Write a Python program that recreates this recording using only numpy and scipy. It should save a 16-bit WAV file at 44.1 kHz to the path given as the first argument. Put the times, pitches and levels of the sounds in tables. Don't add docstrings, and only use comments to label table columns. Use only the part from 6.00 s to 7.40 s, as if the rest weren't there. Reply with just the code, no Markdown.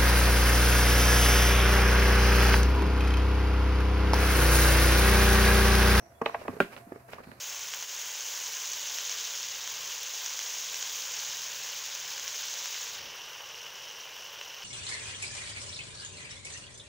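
import sys
import numpy as np
from scipy import signal
from scipy.fft import rfft, irfft
from scipy.io import wavfile
from scipy.ndimage import uniform_filter1d

SR = 44100
rng = np.random.default_rng(int(sys.argv[2]) if len(sys.argv) > 2 else 0)


def file_out(sig):
    cols = np.atleast_2d(sig).T
    lim = np.clip(cols, -1, 1)
    pcm = np.round(lim * 32767).astype(np.int16)
    wavfile.write(sys.argv[1], SR, pcm)


N = 61739
BLOW_SAMPLES = 8192
T, HZ = np.arange(BLOW_SAMPLES) / SR, np.fft.rfftfreq(BLOW_SAMPLES, 1 / SR)

# frequency in Hz, level in dB, T60 in seconds.
CLASH_MODES = [(124.3, -34, 0.16), (176.3, -36, 0.19), (223.6, -25, 0.097), (274, -24, 0.092),
               (386.5, -19, 0.08), (475, -36.5, 0.091), (564, -10, 0.036), (650, -49, 0.012),
               (820, -23, 0.042), (1140, -29.5, 0.044), (1265, -56, 0.013), (1398, -18.5, 0.05),
               (1579, -12, 0.03), (1890, -23.5, 0.012), (2395, -17, 0.022), (2720, -20.5, 0.013)]
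# frequency in Hz, gain in dB.
CRACK_EQ = [(20, -34), (50, -28), (90, -11), (150, 6), (500, 13.5), (1400, 8), (2700, -0.5), (3400, -15.5),
            (5000, -20.5), (9000, -28), (16000, -34)]
FIZZ_EQ = [(200, -4), (700, -4), (1600, 8), (2700, 3), (3600, -2.5), (5500, -15), (9000, -16),
           (16000, -14.5)]

def clash(touch_s=0.00097, touch_db=3, push_delay_s=0.0012, rise_s=0.0019, fizz_decay_s=0.023):
    touch = amp(touch_db) * contact(touch_s)
    push = np.sinc((T - push_delay_s) * SR)
    crack = colour(touch + push, curve(CRACK_EQ, HZ))
    ringing = ring(CLASH_MODES) * (1 - np.exp(-T / rise_s))
    grind = unit_energy(noise(BLOW_SAMPLES) * np.exp(-T / fizz_decay_s))
    fizz = colour(grind, curve(FIZZ_EQ, HZ))
    return pan(-2) * (crack + ringing) + pan(-1) * fizz


# start in seconds, contact in seconds, T60 factor,
# seven gains in dB at KNOCK_BANDS_HZ, pan in dB.
KNOCKS = [(0.2133, 0.0036, 0.85, 6, 11, 14.5, 10.5, -5, -29, -30.5, -2.5),
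          (0.2607, 0.0014, 1.32, -6, 1, 17.5, 10.5, 3.5, -12, -31, -2),
          (0.3425, 0.0047, 0.63, 0, -39, 13.5, 10, 1, -20, -42, -2),
          (0.4797, 0.0016, 0.83, -14, 14.5, 9, 7.5, -5, -20.5, -34, -1),
          (1.1333, 0.00075, 0.42, 4, -21, -1, -5, -9, -15.5, -39, 0)]
KNOCK_BANDS_HZ = [100, 230, 550, 1100, 2500, 4000, 9000]
# frequency in Hz, level in dB, T60 in seconds.
HORN_MODES = [(231.6, -4, 0.065), (458, -1.5, 0.098), (532, -24.5, .1), (590, -1, 0.042),
              (681, -11.5, 0.19), (825, 1.5, 0.041), (960, -3, 0.051), (1083, -4.5, 0.087),
              (1188, 10, 0.023), (1615, -8.5, 0.067), (1953, 3, 0.032), (2300, -5, 0.03),
              (2567, 8.5, 0.032), (2956, 5, 0.026)]

def knock(contact_s, t60_factor, gains_db, pan_db, force_db=-2.5, horn_db=-11.5):
    onset = 1 - np.exp(-(T / contact_s) ** 2)
    horn = unit_energy(ring(HORN_MODES, t60_factor) * onset)
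    blow = amp(force_db) * contact(contact_s) + amp(horn_db) * horn
    eq = [(30, gains_db[0] - 23), *zip(KNOCK_BANDS_HZ, gains_db)]
    return pan(pan_db) * colour(blow, curve(eq, HZ))


# start in seconds, level in dB, centre in Hz, sigma in octaves, pan in dB.
TIP_TICKS = [(.2165, -21, 5530, 0.21, -8), (0.2587, 4, 3860, 0.095, 5), (0.2585, 8.5, 2510, 0.26, -8),
             (0.2946, 7.5, 950, 0.33, 0), (.764, -11, 2400, 0.52, -2), (1.182, 1, 1080, 0.19, -1),
             (1.3155, -15, 1620, .6, -10)]

def tip_tick(level_db, centre_hz, sigma_octaves, pan_db, contact_s=0.001123):
    band_db = 20 * np.log10(hump(centre_hz, sigma_octaves) + 0.0096)
    return pan(pan_db) * colour(contact(contact_s), level_db + band_db)


# start in seconds, contact in seconds, thump in dB,
# centre in Hz, grit in dB.
THUDS = [(.414, 0.0035, 3, 604, -21), (0.4503, 0.00434, 1.5, 567, -4), (0.4868, 0.004, 11, 247, -14),
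         (0.493, 0.0032, 4, 102, -8), (0.524, 0.012, 5, 396, -10), (.538, .004, 4, 205, -28),
         (.549, 0.0013, -3.5, 462, -25), (.567, 0.0013, 3.5, 424, -9), (0.622, .005, 6, 94, -28),
         (0.643, 0.0036, -1, 343, -7), (0.763, 0.0033, -8.5, 570, -6), (.868, 0.0057, 2, 213, -16),
         (0.9195, 0.0021, 6, 369, -2), (0.958, 0.0022, 0.5, 407, -9), (1.084, 0.0058, -9.5, 488, -7.5),
         (1.181, 0.008, -5, 432, -3.5), (1.201, 0.0028, -1, 357, -7.5), (1.27, 0.0032, 3, 227, -13),
         (1.285, 0.0047, 1, 217, -13), (1.315, 0.0024, -4.5, 224, -4.5)]
# frequency in Hz, gain in dB.
GRIT_EQ = [(100, -11), (500, -6), (1100, -5), (1700, -7), (2600, -22.5), (3600, -35), (8000, -41),
           (16000, -36)]

def thud(contact_s, thump_db, centre_hz, grit_db, t60_s=0.047):
    thump = hump(centre_hz, 0.55) + amp(-11.5) * hump(centre_hz / 2, 0.73)
    gain = amp(thump_db - 4) * thump + amp(grit_db + curve(GRIT_EQ, HZ))
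    push = colour(contact(contact_s), 20 * np.log10(gain))
    hollow = ring([(centre_hz, thump_db - 35.5, t60_s)]) * (1 - np.exp(-T / contact_s))
    return pan(-1.5) * (push + hollow)


# peak time in seconds, sigma in seconds, level in dB.
SCUFFS = [(0.276, 0.022, -46), (0.412, 0.022, -50), (.735, 0.014, -47), (0.777, 0.0089, -48),
          (1.096, 0.0091, -55.5), (1.136, 0.013, -45.5), (1.165, 0.028, -57.5), (1.239, 0.0052, -51.5)]
# time in seconds, trample level in dB, hiss level in dB.
SHUFFLE = [(0, -61, -73), (.19, -63, -68.5), (.29, -49, -65.5), (.38, -53.5, -64), (.54, -49, -63),
           (0.679, -60.5, -63), (0.788, -51, -62.5), (.85, -63.5, -66.5), (.97, -57, -68), (1.06, -61, -68),
           (1.15, -53.5, -67), (1.21, -55.5, -69.5), (1.3, -56.5, -65.5), (1.4, -58, -68.5)]
# frequency in Hz, gain in dB.
SCUFF_EQ = [(100, -1.5), (500, 7.5), (1400, 3.5), (2600, 3.5), (3500, -9.5), (5000, -7.5), (9000, -22.5),
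            (16000, -20)]
TRAMPLE_EQ = [(30, -38), (100, -1), (250, 2.5), (600, -1.5), (1100, -2), (2400, -8), (3300, -21),
              (4400, -17), (7000, -22.5), (16000, -56)]
HISS_EQ = [(30, -9), (2000, -2), (3400, -15), (4500, -1.5), (8000, 5.5), (12500, 8), (16000, 0)]

def litter(grain_db=2):
    t = np.arange(N) / SR
    times_s, trample_db, hiss_db = np.transpose(SHUFFLE)
    flutters = [unit_rms(uniform_filter1d(rng.standard_normal(N), size)) for size in (90, 400)]
    scuff_grain, trample_grain = [unit_rms(amp(grain_db * flutter)) for flutter in flutters]
    scuff_power = sum((amp(db) * bell(t - peak_s, sigma_s)) ** 2 for peak_s, sigma_s, db in SCUFFS)
    scuffs = np.sqrt(scuff_power) * scuff_grain * noise(N, lambda hz: curve(SCUFF_EQ, hz))
    trample_gain = amp(np.interp(t, times_s, trample_db)) * trample_grain
    trample = trample_gain * noise(N, lambda hz: curve(TRAMPLE_EQ, hz))
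    hiss = amp(np.interp(t, times_s, hiss_db)) * noise(N, lambda hz: curve(HISS_EQ, hz))
    return pan(-4) * (scuffs + trample) + hiss


# peak time in seconds, sigma in seconds, level in dB.
STRAWS = [(.733, .004, -60), (1.085, .003, -61), (1.105, .003, -54), (1.125, 0.0069, -57)]

def straws(highpass_hz=5000):
    t = np.arange(N) / SR
    envelope = sum(amp(db) * bell(t - peak_s, sigma_s) for peak_s, sigma_s, db in STRAWS)
    return envelope * noise(N, lambda hz: -10 * np.log10(1 + (highpass_hz / (hz + 1)) ** 4))


def near_scatter(blows, gain_db=-15, peak_s=0.008, highpass_hz=565):
    taps = unit_energy(rng.standard_normal((2, BLOW_SAMPLES)) * T * np.exp(-T / peak_s))
    taps = signal.sosfilt(signal.butter(2, highpass_hz, "high", fs=SR, output="sos"), taps)
    return amp(gain_db) * signal.fftconvolve(blows, taps, axes=1)[:, :N]


# frequency in Hz, level in dB, T60 in seconds.
TREE_TAIL = [(59.7, -7, 0.15), (252, -12.5, 0.3), (587, -20.5, 0.36), (1510, -16.5, 0.27),
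             (2970, -17, 0.61), (5870, -6, 0.49), (16000, -19, .4)]

def tree_scatter(blows, rise_s=0.0061):
    hz, t, bands = signal.stft(noise(SR // 2), SR, nperseg=256)
    table = np.array(TREE_TAIL)
    level_db = curve(table[:, [0, 1]], hz)[:, None]
    t60_s = curve(table[:, [0, 2]], hz)[:, None]
    energy_norm = np.sqrt(2 * np.log(1000) / (t60_s * SR))
    tail = signal.istft(bands * amp(level_db - 60 * t / t60_s) * energy_norm, SR, nperseg=256)[1]
    tail *= 1 - np.exp(-(np.arange(tail.shape[1]) / SR / rise_s) ** 2)
    return signal.fftconvolve(blows, tail, axes=1)[:, :N]


# frequency in Hz, gain in dB.
AIR_EQ = [(20, -31), (45, -22), (72, 5), (118, 1.5), (160, -20), (350, -17.5), (600, -2), (950, -10.5),
          (2000, -20.5), (3200, -37), (5000, -48), (16000, -38)]
# centre in Hz, width in Hz, level in dB,
# peak time in seconds, sigma in seconds.
HUMS = [(125.7, 6.9, -63.5, 0.52, 0.85), (686, 43, -58.5, 0.028, 0.18), (681, 62, -63, .87, 0.08),
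        (683, 21, -57, 0.85, 0.23), (341, 10.6, -63, 0.055, 0.038), (5770, 470, -66, 0.017, 0.068),
        (5750, 250, -68.5, 0.33, 0.058), (3390, 120, -72.5, .17, 0.022), (4280, 890, -67, 1.3, 0.065)]

def air(level_db=-61):
    t = np.arange(N) / SR
    bed = amp(level_db) * noise(N, lambda hz: curve(AIR_EQ, hz))
    for centre_hz, width_hz, db, peak_s, sigma_s in HUMS:
        hum = noise(N, lambda hz: -20 * np.log10(1 + (2 * (hz - centre_hz) / width_hz) ** 2))
        bed += amp(db) * bell(t - peak_s, sigma_s) * hum
    return bed


# frequency in Hz, correlation from 0 to 1.
EAR_CORRELATION = [(30, 1), (400, 0.92), (1000, 0.19), (2000, 0.0037), (3500, 0.1), (6000, 0),
                   (16000, 0.046)]

def noise(samples, spectrum_db=lambda hz: 0 * hz):
    hz = np.fft.rfftfreq(samples, 1 / SR)
    mid, side = rfft(rng.standard_normal((2, samples)))
    correlation = curve(EAR_CORRELATION, hz)
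    mid, side = np.sqrt(1 + correlation) * mid, np.sqrt(1 - correlation) * side
    return unit_rms(irfft(np.array([mid + side, mid - side]) * amp(spectrum_db(hz)), samples))


def contact(peak_s):
    swell = T / peak_s * np.exp(1 - T / peak_s)
    force = noise(BLOW_SAMPLES) * swell
    for _ in range(3):
        spectrum = rfft(force)
        force = irfft(spectrum / (abs(spectrum) + 1e-9)) * swell ** 0.25
    return unit_energy(force)


def ring(modes, t60_factor=1, lead_at_1khz_rad=0.14):
    ringing = np.zeros((2, BLOW_SAMPLES))
    for k, (hz, db, t60_s) in enumerate(modes):
        lead_rad = lead_at_1khz_rad * np.sqrt(hz / 1000) * (-1) ** (k // 2) * np.array([[1], [-1]])
        envelope = amp(db - 60 * T / (t60_s * t60_factor))
        ringing += (-1) ** k * envelope * np.sin(2 * np.pi * hz * T + lead_rad)
    return ringing


def colour(x, gain_db):
    cepstrum = irfft(np.log(amp(gain_db) + 1e-6))
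    cepstrum[1:BLOW_SAMPLES // 2] *= 2
    cepstrum[BLOW_SAMPLES // 2 + 1:] = 0
    impulse = irfft(np.exp(rfft(cepstrum)))
    return signal.fftconvolve(x, impulse[None], axes=1)[:, :BLOW_SAMPLES]


def curve(points, hz):
    points_hz, values = np.transpose(points)
    return np.interp(np.log(hz + 1), np.log(points_hz + 1), values)


def bell(offset, sigma):
    return np.exp(-0.5 * (offset / sigma) ** 2)


def hump(centre_hz, sigma_octaves):
    return bell(np.log2((HZ + 1) / centre_hz), sigma_octaves)


def amp(db):
    return 10 ** (np.asarray(db) / 20)


def unit_rms(x):
    return x / np.sqrt(np.mean(x ** 2) + 1e-20)


def unit_energy(x):
    return unit_rms(x) / np.sqrt(x.shape[-1])


def pan(db):
    return amp([[db / 2], [-db / 2]])


def add(mix, start_s, sound):
    part = mix[:, round(start_s * SR):][:, :sound.shape[-1]]
    part += sound[..., :part.shape[1]]


def scene():
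    blows = np.zeros((2, N))
    add(blows, start_s=0.6023, sound=clash())
    for start_s, contact_s, t60_factor, *gains_db, pan_db in KNOCKS:
        add(blows, start_s, knock(contact_s, t60_factor, gains_db, pan_db))
    for start_s, *row in TIP_TICKS:
        add(blows, start_s, tip_tick(*row))
    for start_s, *row in THUDS:
        add(blows, start_s, thud(*row))
    return blows + near_scatter(blows) + tree_scatter(blows) + litter() + air() + straws()


def record(dry, cutoff_hz=15830):
    lowpass = signal.firwin(511, cutoff_hz, window=("kaiser", 9), fs=SR)
    return signal.oaconvolve(dry, lowpass[None], "same")


dry = scene()
out = record(dry)
file_out(out)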